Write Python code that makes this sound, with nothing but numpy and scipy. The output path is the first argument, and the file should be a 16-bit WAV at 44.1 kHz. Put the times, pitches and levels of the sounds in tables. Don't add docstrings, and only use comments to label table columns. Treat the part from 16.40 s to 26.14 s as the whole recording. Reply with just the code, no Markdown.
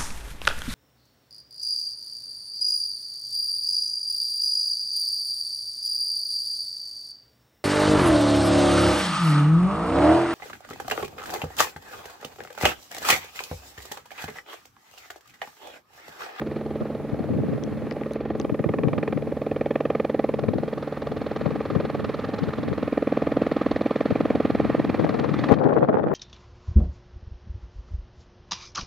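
import sys
import numpy as np
from scipy import signal
from scipy.fft import rfft, irfft, next_fast_len
from scipy.io import wavfile
from scipy.ndimage import uniform_filter1d

SR = 44100
rng = np.random.default_rng(int(sys.argv[2]) if len(sys.argv) > 2 else 0)


def gain_from_db(level_db):
    decades = np.asarray(level_db, float) / 20
    return 10 ** decades


def unload_audio(sound):
    columns = np.transpose(np.atleast_2d(sound))
    steps = np.round(np.clip(columns, -1, 1) * 32767)
    wavfile.write(sys.argv[1], SR, steps.astype(np.int16))


N = 429534
T = np.arange(N) / SR


def curves(table):
    s, *columns = np.transpose(table)
    return [np.interp(T, s, column) for column in columns]


def unit(x):
    return x / np.sqrt(np.mean(x ** 2))


def colour(x, points):
    hz, db = np.transpose(points)
    size = next_fast_len(N + SR // 4)
    f = np.arange(1, size // 2 + 2) * SR / size
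    gain = gain_from_db(np.interp(np.log(f), np.log(hz), db))
    return unit(irfft(rfft(x, size) * gain, size)[..., :N])


def noise(points, channels=1):
    return colour(rng.standard_normal((channels, N)), points)


def walk(rate):
    hold = int(SR / rate)
    levels = np.repeat(rng.standard_normal(N // hold + 1), hold)
    return 1.39 * uniform_filter1d(uniform_filter1d(levels, hold), hold)[:N]


def scatter(times, shape, half):
    at = np.round(times * SR).astype(int)[:, None] + np.arange(-half, half)
    inside = (at >= 0) * (at < N)
    out = np.zeros(N)
    np.add.at(out, np.clip(at, 0, N - 1), shape(at / SR - times[:, None]) * inside)
    return out


# (frequency [Hz], level [dB per Hz])
HISS = [(2940, -13), (5000, -5), (7790, -7), (11300, -6), (12900, -13), (15200, -11), (16000, -10)]


def hiss_and_motor():
    pause_s, length_s, edge_s = 1.762, .195, .03
    from_middle = np.abs(T - pause_s - length_s / 2)
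    rest = np.clip(.5 + (length_s / 2 - from_middle) / edge_s, 0, 1)
    hiss_db = -71 - 5 * rest
    whirr_db = -4.5 - 27 * rest
    hiss_points = HISS[:2] + [(6300, -7.5), (7200, -9.0), (9000, -25.0), (9600, -8.5)] + HISS[3:]
    whirr_points = [(5800, -15), (6900, -2.5), (9200, 6.5), (10200, -24)]
    hiss = noise(hiss_points, channels=2) * gain_from_db(hiss_db + 7.5)
    return hiss + noise(whirr_points, channels=2) * gain_from_db(hiss_db + whirr_db + 1.0)


# (time [s], peak level [dB], frequency [Hz], left minus right [dB])
TICKS = [
    (1.237, -35.5, 5800, 13),
    (1.51, -35.5, 4900, 7),
    (1.512, -28.5, 2070, 13),
    (1.524, -42, 4960, 10),
    (1.635, -34, 2060, 14),
    (1.721, -49, 6000, -2),
    (1.734, -42, 10700, 4),
    (1.735, -40, 4000, 4),
    (1.999, -31.5, 6140, 8),
    (2.014, -38, 4900, 10),
]


def ticks():
    s, db, hz, pan_db = np.transpose(TICKS)[:, :, None]

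    def ring(t):
        envelope = np.exp(-np.abs(t) / np.where(t < 0, .00012, .0007))
        return envelope * (np.sin(2 * np.pi * hz * t) + .8 * np.sin(1.15 * np.pi * hz * t))

    return np.array([scatter(s[:, 0] + 0.00067, lambda t: gain_from_db(db + 1.5 + side * pan_db) * ring(t), half=300)
                     for side in (.5, -.5)])


def gain_control_db():
    dip_s, dip_width_s, dip_db = 8.87, .1, -2
    duck_s, attack_s, drop_db, sink_db_s = 9.125, .06, -10, -24
    dip = dip_db * np.exp(-((T - dip_s) / dip_width_s) ** 2)
    drop = drop_db * np.clip((T - duck_s) / attack_s, 0, 1)
    return dip + drop + sink_db_s * np.maximum(T - duck_s, 0)


# (frequency [Hz], width [Hz], share of the band added or swallowed)
HOUSING = [
    (364.4, 58, -0.49),
    (814, 34, 0.55),
    (952, 120, -0.48),
    (1830, 250, 0.47),
    (4320, 190, 0.38),
]


def camera_housing(x):
    for hz, width_hz, share in HOUSING:
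        edges = [hz - width_hz / 2, hz + width_hz / 2]
        x = x + share * signal.sosfilt(signal.butter(1, edges, "band", fs=SR, output="sos"), x)
    return x


# (frequency [Hz], level [dB per Hz])
BREEZE = [(20, -33.5), (50, -4.5), (90, -2), (130, -10), (250, -44), (600, -66)]


def breeze():
    return noise(BREEZE, channels=2) * gain_from_db(-42.5 + 2.2 * walk(11))


# (start [s], length [s], buffet level [dB], share on the left port [0-1], bright part [dB])
GUSTS = [(.6, 0.2, -38, 0.95, -15), (.89, .26, -23.5, .65, -20.5), (1.18, 0.25, -29, 0.6, -22),
         (1.997, 0.11, -28.5, 0.9, -15), (2.37, 0.21, -24, 0.74, -17), (2.674, 0.2, -33.5, .9, -25),
         (3.987, .23, -24.5, 1, -20), (4.28, .12, -45, 0.5, -17), (4.71, 0.1, -32, 0.8, -30),
         (5.004, 0.14, -27.5, 0.96, -22), (5.3, 0.15, -26, 1, -23), (5.593, 0.056, -25, 0.5, -19),
         (5.787, 0.08, -38, 1, -18), (5.973, .08, -30, 0.72, -35), (6.257, 0.17, -28, 0.66, -22),
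         (7.735, 0.22, -29, 0.9, -24), (8.076, 0.4, -28.5, 0.87, -24), (8.597, 0.14, -19, .95, -10),
         (8.8, 0.055, -18.5, 0.92, -6), (8.91, .1, -21.5, .95, -15), (9.107, 0.11, -16, 0.98, -6.5),
         (9.235, 0.19, -20, 0.63, 0), (9.51, 0.21, -21, 0.75, 0)]


def gusts():
    rise_db_s, fall_db_s = 159, 171
    start, length, db, left, bright_db = np.transpose(GUSTS)[:, :, None]
    t = T[::64]
    slopes_db = rise_db_s * np.maximum(start - t, 0) + fall_db_s * np.maximum(t - start - length, 0)
    power = gain_from_db(2 * np.maximum(db - slopes_db, -90))
    left = np.clip(left, 0, 1)
    left_gain = (power * left).sum(axis=0) ** .5
    right_gain = (power * (1 - left)).sum(axis=0) ** .5
    brightness = (power * bright_db).sum(axis=0) / power.sum(axis=0)
    *ports, bright_db = (np.interp(T, t, c) for c in (left_gain, right_gain, brightness))
    return np.array(ports), bright_db


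# (time [s], peak level [dB], share on the left port [0-1], bright part [dB])
EDDIES = [(0.422, -17, 0.3, -7), (0.734, -22.5, 1.0, -23), (0.806, -23, 1.0, -29), (1.005, -20.5, 0.6, -17),
          (1.125, -21, 0.7, -20), (2.124, -18, 0.95, -22), (2.204, -19, 0.85, -34), (2.265, -15, 0.02, -13),
          (2.303, -19.5, 0.5, -25), (2.45, -29.5, 1, 4), (2.761, -21, 0.97, -20), (4.09, -16.5, 0.99, -6),
          (4.161, -17, 0.6, -20), (5.068, -20, 0.97, 3), (5.362, -15, 0.93, -6), (5.443, -23, 0.84, -16),
          (6.085, -17.5, 0.6, -28), (6.187, -20.5, 0.7, -26), (6.321, -21, 1, -7), (7.72, -13.5, 0.96, -14),
          (8.388, -20, 0.8, -12), (8.495, -23, 0.54, -25), (9.121, -5.5, 0.99, -2), (9.264, -17, 0.75, 5.5),
          (9.374, -27, 1, 18.5), (9.494, -19, 0.6, 7), (9.547, -18, 0, 3.5), (9.439, -25.5, 1, 10),
          (9.62, -37, 0.76, 1), (9.667, -26, 0.5, -6)]


def eddies(dull, bright):
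    s, peak_db, left, bright_db = np.transpose(EDDIES)
    out = np.zeros((2, N))
    for port, part in enumerate(np.clip([left, 1 - left], 0, 1) ** .5):
        for air, db in ((dull, peak_db), (bright, peak_db + bright_db - 2.0)):
            size = (part * gain_from_db(db))[:, None]
            out[port] += air[port] * scatter(s, lambda t: size * np.exp(-(t / 0.01) ** 2), half=1500)
    return out


# (frequency [Hz], level [dB per Hz])
DULL = [(18, -52), (30, -46), (75, -6.5), (130, 1), (260, -2.5), (370, -6.5), (600, -21.5), (1500, -88)]
# (frequency [Hz], level [dB per Hz])
BRIGHT = [(150, -24), (300, 3), (470, 7), (800, -4), (1490, -20), (2260, -41.5), (3500, -59), (4900, -98)]


def wind():
    buffet, bright_db = gusts()
    dull = noise(DULL, channels=2)
    snaps = (rng.random((2, N)) < 220 / SR) * rng.standard_normal((2, N))
    snap_points = [(hz, db + 5.6 * np.log2(hz / 470)) for hz, db in BRIGHT]
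    bright = unit(noise(BRIGHT, channels=2) + 0.68 * colour(snaps, snap_points))
    lumps = np.array([3.02 * walk(35) + 3.2 * walk(90) for _ in range(2)])
    crackle = np.array([np.clip(3.3 * walk(170), -7, 6) - .5 for _ in range(2)])
    fast = np.clip(2.1 * gain_from_db(bright_db), 0, 1)
    deep = signal.sosfiltfilt(signal.butter(2, 110, fs=SR, output="sos"), dull)
    dull = dull - fast * deep
    thump = dull * gain_from_db(lumps * (1 - 0.83 * fast)) * (1 - 0.097 * fast)
    tearing = bright * gain_from_db(bright_db + 0.63 * lumps + crackle)
    return buffet * gain_from_db(-0.5) * (thump + tearing) + breeze() + eddies(dull, bright * gain_from_db(0.46 * crackle))


# (multiple of its blade rate, level [dB])
TAIL = [(1, -26), (2, -3), (3, 0), (4, -6), (5, -10), (6, -5), (7, -9), (8, -13), (9, -18)]
# (time [s], level [dB])
TAIL_LEVEL = [(0, -34.3), (3.9, -35.3), (4.6, -37), (9.74, -38)]


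def tail_rotor(turns):
    phase = 2 * np.pi * 3.535 * turns + .04 * walk(6)
    hum = sum(gain_from_db(db + 1.2 * walk(4)) * np.sin(k * phase + k * k) for k, db in TAIL)
    return unit(hum) * gain_from_db(curves(TAIL_LEVEL)[0])


# (frequency [Hz], level [dB per Hz])
ROAR = [(35, -45.5), (60, -21.5), (103, -9), (185, -6), (250, -2.5), (314, -2.5), (372, -20.5), (542, -12),
        (935, -17), (1200, -17.5), (1510, -23.5), (2400, -27), (2900, -33.5), (4230, -39), (4700, -45),
        (9000, -63), (11700, -99.5), (19800, -120)]
# (time [s], level [dB])
JET_LEVEL = [(0, -48.5), (1.6, -48.5), (2.2, -50.5), (4.1, -49), (5.0, -44), (6.3, -43), (7, -42),
             (8.8, -40.5), (9.1, -38), (9.74, -36.5)]


def jet(turns):
    roar_db = curves(JET_LEVEL)[0]
    swell = 1 + 0.072 * np.cos(2 * np.pi * (turns - .1))
    low = noise(ROAR[:9] + [(1400, -80)])[0] * gain_from_db(0.61 * roar_db - 10.5 + 2.93 * walk(11))
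    flicker_db = 0.65 * walk(15) + 1.3 * walk(160)
    high = noise([(600, -46.5)] + ROAR[8:])[0] * gain_from_db(roar_db - 1.0 + flicker_db)
    return swell * (low + high)


def slope_scatter():
    points = [(300, -39.5), (900, -21.5), (2000, -0.5), (4000, -3.5), (6000, -25.0), (9000, -42.0)]
    return noise(points)[0] * gain_from_db(curves(JET_LEVEL)[0] - 20.5) * np.array([[1], [-1]])


# (frequency [Hz], level [dB per Hz])
SWISH_AIR = [(700, -8), (1000, -9.5), (1200, 3), (1500, -9.5), (2400, -18.5), (2900, -19), (3300, -16),
             (4300, -18.5), (4800, -24.5), (6000, -33), (7500, -41.5), (9000, -73)]


def torn_air(times):
    puff = scatter(times - .0005, lambda t: np.exp(-(t / np.where(t < 0, .0055, .0095)) ** 2), half=1200)
    return colour(puff * gain_from_db(2.8 * walk(400)) * rng.standard_normal(N), SWISH_AIR)


# (frequency [Hz], level [dB per Hz])
CRACK = [(600, -25), (935, 6.5), (1200, 10.5), (1500, -8.5), (1800, 1.5), (2100, -3.5), (2400, 1),
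         (2900, -14), (3300, -11.5), (4300, -30.5), (4800, -29.5), (7000, -39.5), (9000, -69)]
# (time [s], level under 1700 Hz [dB])
CRACK_BODY = [(0, -17), (1.8, 1), (2.6, -3), (3.3, -9), (4.2, 3), (5.5, 10), (7, -0.5), (9.74, 0)]


def vortex_crack(times, blade_db):
    size = gain_from_db(blade_db + 0.25 * rng.standard_normal(len(times)))[:, None]
    times = times - .0039
    front = scatter(times, lambda t: size * np.exp(-(t / .00006) ** 2), half=20)
    shed = scatter(times, lambda t: size * (t > 0) * np.exp(-np.abs(t) / 0.0046), half=1200)
    crack = colour(unit(front) + 3.5 * unit(shed * rng.standard_normal(N)), CRACK)
    body = signal.sosfiltfilt(signal.butter(2, 1700, fs=SR, output="sos"), crack)
    return crack + (gain_from_db(curves(CRACK_BODY)[0]) - 1) * body


# (delay [ms], level [dB], pulse frequency [Hz])
VORTICES = [
    (-6.6, -16, 300),
    (-3.6, -4, 330),
    (-1.6, -6, 560),
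    (.3, 0, 470),
    (2.4, -11, 450),
    (5.3, -13, 420),
    (7.6, -20, 420),
]
# (time [s], middle vortex level [dB], its lateness [ms],
# late vortices level [dB], timing scatter [ms], pulse stretch [ratio])
WAKE = [(0, 2.5, 0.68, 11, 0.12, 1.19), (1.5, -3.5, 0.34, 7.5, 0.24, 1.21),
        (2.5, -5.5, 0.13, 5.5, 0.17, 1.11), (3.5, 1, 0.29, 1.5, 0.18, 1.074),
        (4.4, -2.5, 0.22, 3, 0.15, 1.025), (5.6, -1, 0.045, 9, 0.22, 1.01),
        (6.4, -8.5, 0.26, -8.5, 0.039, 1.2), (7.5, -2, 0.49, -5, 0.14, 1.265),
        (8.5, -0.5, 0.68, -4, 0.14, 1.22), (9.74, 8, 0.73, -9, 0.5, 1.4)]


def vortex_slaps(times, blade_db):
    skew = 1.1
    middle_db, middle_ms, late_db, scatter_ms, stretch = (c[(times * SR).astype(int)] for c in curves(WAKE))
    chance = rng.standard_normal((len(times), 2 * len(VORTICES)))
    slap = 0
    for k, (ms, db, hz) in enumerate(VORTICES):
        cut_db = db + middle_db * (k == 2) + late_db * (k > 3)
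        size = gain_from_db(cut_db + blade_db + 1.1 * chance[:, 2 * k])[:, None]
        jitter_ms = scatter_ms * (0.78 * chance[:, 2 * k + 1] + chance[:, 0])
        at = times + (ms + middle_ms * (k == 2) + jitter_ms) / 1000
        speed = (np.pi * hz / stretch)[:, None]

        def pulse(t):
            x = speed * t
            return size * (1 - 2 * x ** 2 - skew * x) * np.exp(-x ** 2)

        slap = slap + scatter(at, pulse, half=300)
    return unit(signal.sosfilt(signal.butter(2, 130, "high", fs=SR, output="sos"), slap))


# (time [s], slap level [dB], crack minus slap [dB],
# torn air minus slap [dB])
BITE = [(0, -32, -17.5, -29), (.7, -34.5, -26, -34), (1.35, -35, -23.5, -35), (1.9, -29.5, -20.5, -38),
        (2.2, -28, -17.5, -46), (2.69, -27.5, -11.5, -35), (2.84, -30, -23.5, -38),
        (3.35, -24, -14.5, -39.5), (3.85, -24.5, -20, -36), (4.4, -32, -29.5, -25), (5.3, -30, -21, -27.5),
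        (6.0, -32, -32, -20), (6.3, -31, -20.5, -24), (6.55, -23, -25, -38), (7.3, -22, -22, -30.5),
        (8.3, -21.5, -22.5, -37), (9.0, -28, -14.5, -21.5), (9.74, -18, -10.5, -30.5)]


def main_rotor(turns):
    times = np.interp(np.arange(np.ceil(turns[0]), turns[-1]), turns, T)
    blade_db = np.array([.8, -.6, -.2])[np.arange(len(times)) % 3] + 0.65 * rng.standard_normal(len(times))
    slap_db, crack_db, swish_db = curves(BITE)
    slap = vortex_slaps(times, blade_db)
    crack = vortex_crack(times, blade_db) * gain_from_db(crack_db + 3.0)
    swish = torn_air(times) * gain_from_db(swish_db + 12)
    return gain_from_db(slap_db) * (slap + crack + swish)


# (time [s], rate [passes per s])
BLADE_RATE = [(0, 20.6763), (1.2, 20.6895), (4.5, 20.5585), (7, 20.3381), (8.4, 20.2675), (9.74, 20.1035)]


def helicopter():
    turns = -.4247 + np.cumsum(curves(BLADE_RATE)[0]) / SR
    mono = main_rotor(turns) + jet(turns) + tail_rotor(turns)
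    return mono * gain_from_db(np.array([[-.7], [.7]])) + slope_scatter()


def scene():
    return (helicopter() + hiss_and_motor() + ticks()) * gain_from_db(gain_control_db()) + wind()


def top_cut(x):
    return signal.sosfilt(signal.butter(12, 16280, fs=SR, output="sos"), x)


def record(dry):
    x = signal.sosfilt(signal.butter(2, 65, "high", fs=SR, output="sos"), dry)
    x = np.clip(camera_housing(x), -1, 1)
    x = signal.sosfilt(signal.ellip(10, .2, 70, 15800, fs=SR, output="sos"), x)
    return top_cut(x)


dry = scene()
out = record(dry)
unload_audio(out)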